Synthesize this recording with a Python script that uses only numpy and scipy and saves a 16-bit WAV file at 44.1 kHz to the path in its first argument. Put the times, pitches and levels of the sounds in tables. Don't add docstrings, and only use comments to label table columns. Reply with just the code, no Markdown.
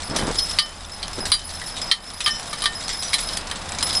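import sys
import numpy as np
from scipy import signal
from scipy.fft import rfft, irfft
from scipy.io import wavfile
from scipy.ndimage import uniform_filter1d, minimum_filter1d

SR = 44100
rng = np.random.default_rng(int(sys.argv[2]) if len(sys.argv) > 2 else 0)


def generate_wav(signal):
    frames = np.transpose(np.atleast_2d(signal))
    scaled = np.clip(frames, -1, 1) * 32767
    pcm = np.round(scaled).astype(np.int16)
    wavfile.write(sys.argv[1], SR, pcm)


N = 176400
TIME = np.arange(N) / SR
RING_TIME = np.arange(SR // 2) / SR
TREBLE_EDGE_HZ = 10950

# pitch_hz, level_db
BELL_NEIGHBOURS = [(5588, -19.5), (5905, -21)]
# pitch_hz, level_db
BELL_OVERTONES = [(10190, -3), (10180, -3.5), (9360, -13.5), (11050, -19.5), (11820, -12)]

def small_bell(pitch_hz, overtone_db):
    twin_spread_hz, twin_db, detune = 45, -11, 0.00475
    swell_s, rebound_within_s, rebound_db = 0.0013, 0.06, -10
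    modes = [(pitch_hz, 0)] + [(pitch_hz + twin_spread_hz * rng.normal(), twin_db) for _ in range(3)]
    modes += [(hz * (1 + detune * rng.normal()), db + 3 * rng.normal()) for hz, db in BELL_NEIGHBOURS]
    modes += [(hz * (1 + detune * rng.normal()), db + overtone_db) for hz, db in BELL_OVERTONES]
    stroke = sum(from_db(db) * mode(hz, t60_s=0.18) for hz, db in modes)
    stroke *= 1 - np.exp(-RING_TIME / swell_s)
    lags = (rng.uniform(0, rebound_within_s, size=4) * SR).astype(int)
    rebounds = sum(np.pad(stroke, (lag, 0))[:len(stroke)] for lag in lags)
    return np.std(stroke) * rms_one(stroke + from_db(rebound_db) * rebounds)


# start_s, level_db, pitch_hz, overtone_db
BELL_STROKES = [(0.0997, -33, 5190, -25), (0.3835, -16, 5145, -14), (0.425, -30, 5180, -7),
                (0.493, -25.5, 5170, -6), (0.53, -36, 5180, -6), (0.62, -23.5, 5200, -8),
                (0.917, -34.5, 5210, 0), (1.1303, -30.5, 5180, -8), (1.203, -26, 5080, -6.5),
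                (1.262, -40.5, 5100, 11), (1.45, -40, 5000, 13.5), (1.538, -33, 5260, 2.5),
                (1.658, -27, 5180, -3), (1.69, -32, 5160, -23), (1.8152, -23.5, 5094, -13.5),
                (2.072, -32, 5400, -23), (2.135, -30.5, 4960, 0), (2.24, -20, 5120, -7),
                (2.3047, -20.5, 5200, -14), (2.307, -25.5, 5700, -24), (2.748, -28, 5100, -10),
                (2.835, -28, 5080, -12), (2.925, -26.5, 5160, -7), (2.99, -28, 5080, -5.5),
                (3.03, -26, 5870, -17), (3.1996, -30, 5100, 6), (3.25, -34, 5130, -15),
                (3.33, -30, 5140, -4), (3.8272, -23.5, 5100, 4), (3.855, -25, 5200, -10),
                (3.9045, -22.5, 5060, -12), (3.9507, -11, 5150, -13.5)]
# time_s, gain_db
SHAKING = [(0, 9.5), (.12, -8.5), (.2, 6.5), (.4, 3.5), (.58, 0), (.73, 0), (1.0, -2), (1.25, -3),
           (1.45, 4), (1.8, -4), (2.03, 0), (2.3, 3), (2.72, -1.5), (3.0, 3), (3.3, 4), (3.45, -7.5),
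           (3.66, -3.5), (3.9, 4)]

def sleigh_bells():
    out = np.zeros(N)
    for start_s, level_db, pitch_hz, overtone_db in BELL_STROKES:
        add(out, start_s, from_db(level_db) * small_bell(pitch_hz, overtone_db))
    bells = [small_bell(pitch_hz=5130 + 39 * rng.normal(), overtone_db=-3.5) for _ in range(10)]
    soft_strokes = grains(per_s=60, spread_db=3) * from_db(-45 + curve(SHAKING, TIME))
    which_bell = rng.integers(0, len(bells), N)
    for i in np.flatnonzero(soft_strokes):
        add(out, i / SR, soft_strokes[i] * bells[which_bell[i]])
    return out


# start_s, level_db, bass_db, treble_db, ring_db, favoured_hz (list)
FITTING_BLOWS = [(0.1626, -22, -10, 10, 1, [9750]), (0.187, -22.5, 9, 7, -5.5, [3052]),
                 (0.3881, -19.5, -12, -4, -6.5, [4355]),
                 (0.587, -3, -1.5, -3, -8, [1198, 1803, 3052, 4355, 4759]),
                 (1.0286, -20.5, -3, -4.5, -13, [3052, 4355]),
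                 (1.318, -9.5, 2, -4, -2, [3844, 4064, 4355, 4759, 9080, 9750]),
                 (1.338, -14.5, 2, 5, -3.5, [4759]), (1.615, -25.5, 15, 7, -11, [1803]),
                 (1.9137, -4, 1.5, -4, -5.5, [3144, 4064, 4355]),
                 (2.261, -11, 6, -6, -2.5, [1198, 1803, 3144]), (2.277, -16, 7, -1, -2, [1803, 3052]),
                 (2.5296, -26, 4, 2, 2, [1168]), (2.62, -24, 9, 12, 5, [10170]),
                 (2.639, -20.5, 3, 8, -2.5, [1168]), (2.657, -15, 3, -8, -1.5, [1168, 1803]),
                 (3.1316, -15, 6, 1, -6, [3844, 9080]), (3.14, -14.5, 1, 5, -5, [4064, 5100]),
                 (3.288, -25.5, -14, -9, -5.5, [3052]), (3.3698, -23.5, -11, 13, -6, [4759]),
                 (3.512, -25.5, 12.5, 5, -9, [3144]), (3.898, -26, -16, -15, -5, [4064]),
                 (3.9283, -21.5, -19, 5, -13, [4355]), (3.9705, -22, -12, 10, -12, [3052])]
# pitch_hz, level_db, t60_s
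FITTING_MODES = [(1168, -6, .1), (1198, -9, .2), (1803, -9, .26), (3052, -6, .31), (3144, 0, .1),
                 (3381, -3, .1), (3844, -1, .11), (4064, 0, .11), (4355, -3, .115), (4759, 1, .12),
                 (5100, -5, .1), (8600, -10, .12), (9080, -6, .15), (9750, -8, .15), (10170, -7, .12)]
# frequency_hz, density_db
CLATTER_SPECTRUM = [(600, -33), (1000, -11.5), (1200, -6.5), (1400, -12.5), (1750, -5.5), (2300, -4),
                    (2700, -13), (3200, 0), (3600, -1), (4700, 1), (5500, -7.5), (6800, -15), (8300, -12),
                    (10100, -5), (11000, -18.5)]

def clanks():
    near_node_db, scatter_db, scatter_hz = -11.5, 2, 7
    out = np.zeros(N)
    for start_s, level_db, bass_db, treble_db, ring_db, favoured_hz in FITTING_BLOWS:
        tilt = [(2000, bass_db), (3300, 0), (4800, 0), (8500, treble_db)]
        spectrum = [(hz, db + curve(tilt, hz)) for hz, db in CLATTER_SPECTRUM]
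        clatter = peaky_noise(spectrum, peaks_db=4, step_hz=90) * decay(t60_s=0.088)
        ring = np.zeros(len(RING_TIME))
        for hz, db, t60_s in FITTING_MODES:
            mode_db = db + near_node_db * (hz not in favoured_hz) + scatter_db * rng.normal()
            ring += from_db(mode_db) * mode(hz + scatter_hz * rng.normal(), t60_s)
        add(out, start_s, from_db(level_db) * (clatter + from_db(ring_db) * ring))
    return out


# start_s, level_db, t60_s
PELLET_CLICKS = [(0.034, -26, 0.018), (0.0988, -26, 0.012), (0.161, -19.5, 0.12), (0.511, -23, .04),
                 (0.85, -26.5, 0.018), (1.0812, -16.5, 0.008), (1.2544, -20.5, 0.13), (1.493, -24.5, 0.031),
                 (1.766, -27, 0.19), (1.8163, -23, 0.05), (2.042, -28, .02), (2.2052, -16.5, 0.11),
                 (2.397, -23, 0.023), (2.429, -27.5, 0.054), (2.8804, -21, 0.049), (2.892, -23, 0.23),
                 (3.024, -24.5, 0.15), (3.183, -23.5, 0.16), (3.3722, -16.5, 0.022), (3.471, -26, 0.048),
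                 (3.5, -30, 0.036), (3.5136, -20, 0.016), (3.557, -27, 0.098), (3.691, -23.5, 0.025),
                 (3.7204, -21, 0.02), (3.786, -22, 0.086), (3.808, -21.5, 0.053), (3.827, -14, 0.055),
                 (3.898, -24, 0.023), (3.9503, -18, 0.024)]
# frequency_hz, density_db
RATTLE_SPECTRUM = [(900, -7.5), (1800, -2.5), (2700, -5.5), (3700, 3), (4500, 0.5), (5600, -0.5),
                   (6800, -5.5), (7600, -0.5), (8600, -5.5), (9600, -6), (10600, -11), (12000, -35)]

def rattle():
    ticks = grains(per_s=170, spread_db=5)
    power = signal.fftconvolve(ticks ** 2, decay(t60_s=0.058) ** 2)[:N]
    envelope = np.sqrt(np.abs(power) / power.mean()) * from_db(-39 + curve(SHAKING, TIME))
    out = envelope * noise(RATTLE_SPECTRUM, N)
    for start_s, level_db, t60_s in PELLET_CLICKS:
        click = decay(t60_s) * peaky_noise(RATTLE_SPECTRUM, peaks_db=4.5, step_hz=350)
        add(out, start_s, from_db(level_db) * click)
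    return butterworth(out, 2, 700, "high")


# touches_per_s, base_db, low_hz, high_hz, t60_s
PING_LAYERS = [(148, -40, 3300, 5390, 0.026), (436, -46.5, 5800, 11000, 0.018)]

def pings(touches_per_s, base_db, low_hz, high_hz, t60_s):
    overtone_ratio, overtone_db, ping_samples = 1.7, -8.5, SR // 32
    touches = grains(touches_per_s, spread_db=3.5) * from_db(base_db + curve(SHAKING, TIME) / 2)
    pitch_hz = low_hz * (high_hz / low_hz) ** rng.random(N)
    overtone_hz = pitch_hz * overtone_ratio * (1 + 0.12 * rng.standard_normal(N))
    overtone_gain = from_db(overtone_db) * (overtone_hz < TREBLE_EDGE_HZ)
    phase_per_hz = 2 * np.pi * RING_TIME[:ping_samples]
    envelope = decay(t60_s)[:ping_samples]
    out = np.zeros(N)
    for i in np.flatnonzero(touches):
        fundamental = np.sin(pitch_hz[i] * phase_per_hz)
        overtone = overtone_gain[i] * np.sin(overtone_hz[i] * phase_per_hz)
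        add(out, i / SR, touches[i] * envelope * (fundamental + overtone))
    return out


# start_s, length_s, level_db
SNOW_CRUNCHES = [(0.083, 0.22, -27.5), (1.155, 0.07, -31.5)]
# start_s, level_db, pitch_hz
SNOW_POPS = [(0.097, -18.5, 234), (0.112, -13.5, 209), (0.167, -16.5, 650), (0.222, -18.5, 348),
             (0.233, -11, 198), (0.256, -22, 444), (0.279, -11.5, 289), (0.306, -14, 507),
             (1.182, -20, 382), (1.191, -18.5, 348)]

def snow():
    attack_s, release_s = 0.024, 0.042
    pops = grains(per_s=600, spread_db=0) * rng.choice([-1, 1], N)
    pops = butterworth(pops, 1, [101, 734], "band")
    pops = butterworth(pops, 2, [90, 2000], "band")
    attack = 1 - np.exp(-RING_TIME / attack_s)
    out = np.zeros(N)
    for start_s, length_s, level_db in SNOW_CRUNCHES:
        run = pops[int(start_s * SR):][:len(RING_TIME)]
        run = run / np.std(run[RING_TIME < length_s])
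        release = np.exp(-np.maximum(RING_TIME - length_s, 0) / release_s)
        add(out, start_s, from_db(level_db) * attack * release * run)
    for start_s, level_db, pitch_hz in SNOW_POPS:
        add(out, start_s, from_db(level_db) * mode(pitch_hz, t60_s=0.013))
    return out


# frequency_hz, density_db
WIND_SPECTRUM = [(60, -25), (110, -5.5), (165, -1.5), (400, -10), (750, -3.5), (1200, -6), (2600, -13.5),
                 (4000, -15.5), (7000, -26), (10000, -21), (12000, -47)]
# time_s, level_db
WIND_STRENGTH = [(0, -36), (.8, -35.5), (1.3, -35.5), (2.0, -36.5), (3.2, -35.5), (4, -33)]

def wind():
    flutter_db = rms_one(signal.resample(rng.standard_normal(40), N))
    return from_db(curve(WIND_STRENGTH, TIME) + flutter_db) * noise(WIND_SPECTRUM, N)


# frequency_hz, density_db
RUMBLE_SPECTRUM = [(20, 1), (36, 13), (50, -6.5), (65, -1.5), (79, 8), (95, 1), (130, -23), (250, -42)]
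# time_s, level_db
RUMBLE_STRENGTH = [(0, -36), (.5, -37), (.9, -38), (1.35, -33), (1.7, -40), (2.2, -40.5), (2.7, -41),
                   (3.2, -40.5), (4, -37.5)]

def rumble():
    return from_db(curve(RUMBLE_STRENGTH, TIME)) * noise(RUMBLE_SPECTRUM, N)


def from_db(db):
    return 10 ** (np.asarray(db) / 20)


def rms_one(x):
    return x / np.sqrt(np.mean(x ** 2) + 1e-20)


def curve(points, at):
    return np.interp(at, *np.transpose(points))


def butterworth(x, order, edges_hz, kind):
    return signal.sosfilt(signal.butter(order, edges_hz, kind, fs=SR, output="sos"), x)


def noise(spectrum, samples):
    hz, db = np.transpose(spectrum)
    bin_hz = np.maximum(np.fft.rfftfreq(samples, 1 / SR), 1)
    gain = from_db(np.interp(np.log(bin_hz), np.log(hz), db))
    return rms_one(irfft(rfft(rng.standard_normal(samples)) * gain, samples))


def peaky_noise(spectrum, peaks_db, step_hz):
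    grid_hz = np.arange(600, 12500, step_hz)
    density_db = curve(spectrum, grid_hz) + peaks_db * rng.standard_normal(len(grid_hz))
    return noise(np.column_stack([grid_hz, density_db]), len(RING_TIME))


def decay(t60_s):
    return np.exp(-np.log(1000) * RING_TIME / t60_s)


def mode(hz, t60_s):
    return rng.choice([-1, 1]) * np.sqrt(2) * np.sin(2 * np.pi * hz * RING_TIME) * decay(t60_s)


def grains(per_s, spread_db):
    return (rng.random(N) < per_s / SR) * from_db(spread_db * np.minimum(rng.exponential(1, N), 3.5))


def add(out, start_s, sound):
    i = int(np.clip(start_s * SR, 0, N - 1))
    out[i:i + len(sound)] += sound[:N - i]


def scene():
    trail = wind() + rumble() + snow()
    metal = rattle() + clanks() + sleigh_bells() + sum(pings(*layer) for layer in PING_LAYERS)
    return (trail + metal)[None]


def record(dry):
    limit_db, slope, recovery_db_per_s, overload_level = -11.5, 0.83, 12, 0.7
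    level_db = 10 * np.log10(np.abs(uniform_filter1d(dry[0] ** 2, size=176)) + 1e-12)
    peak_db = -minimum_filter1d(-level_db, size=88)
    over_db = slope * np.maximum(peak_db - limit_db, 0)
    recovery_db = recovery_db_per_s * TIME
    duck_db = np.maximum.accumulate(over_db + recovery_db) - recovery_db
    out = dry * from_db(-uniform_filter1d(duck_db, size=88))
    out = butterworth(out, 6, TREBLE_EDGE_HZ, "low")
    out = signal.sosfilt(signal.ellip(10, .3, 70, 12177, fs=SR, output="sos"), out)
    out = np.clip(out, -overload_level, overload_level)
    return signal.sosfilt(signal.ellip(10, .1, 70, 16000, fs=SR, output="sos"), out)


dry = scene()
out = record(dry)
generate_wav(out)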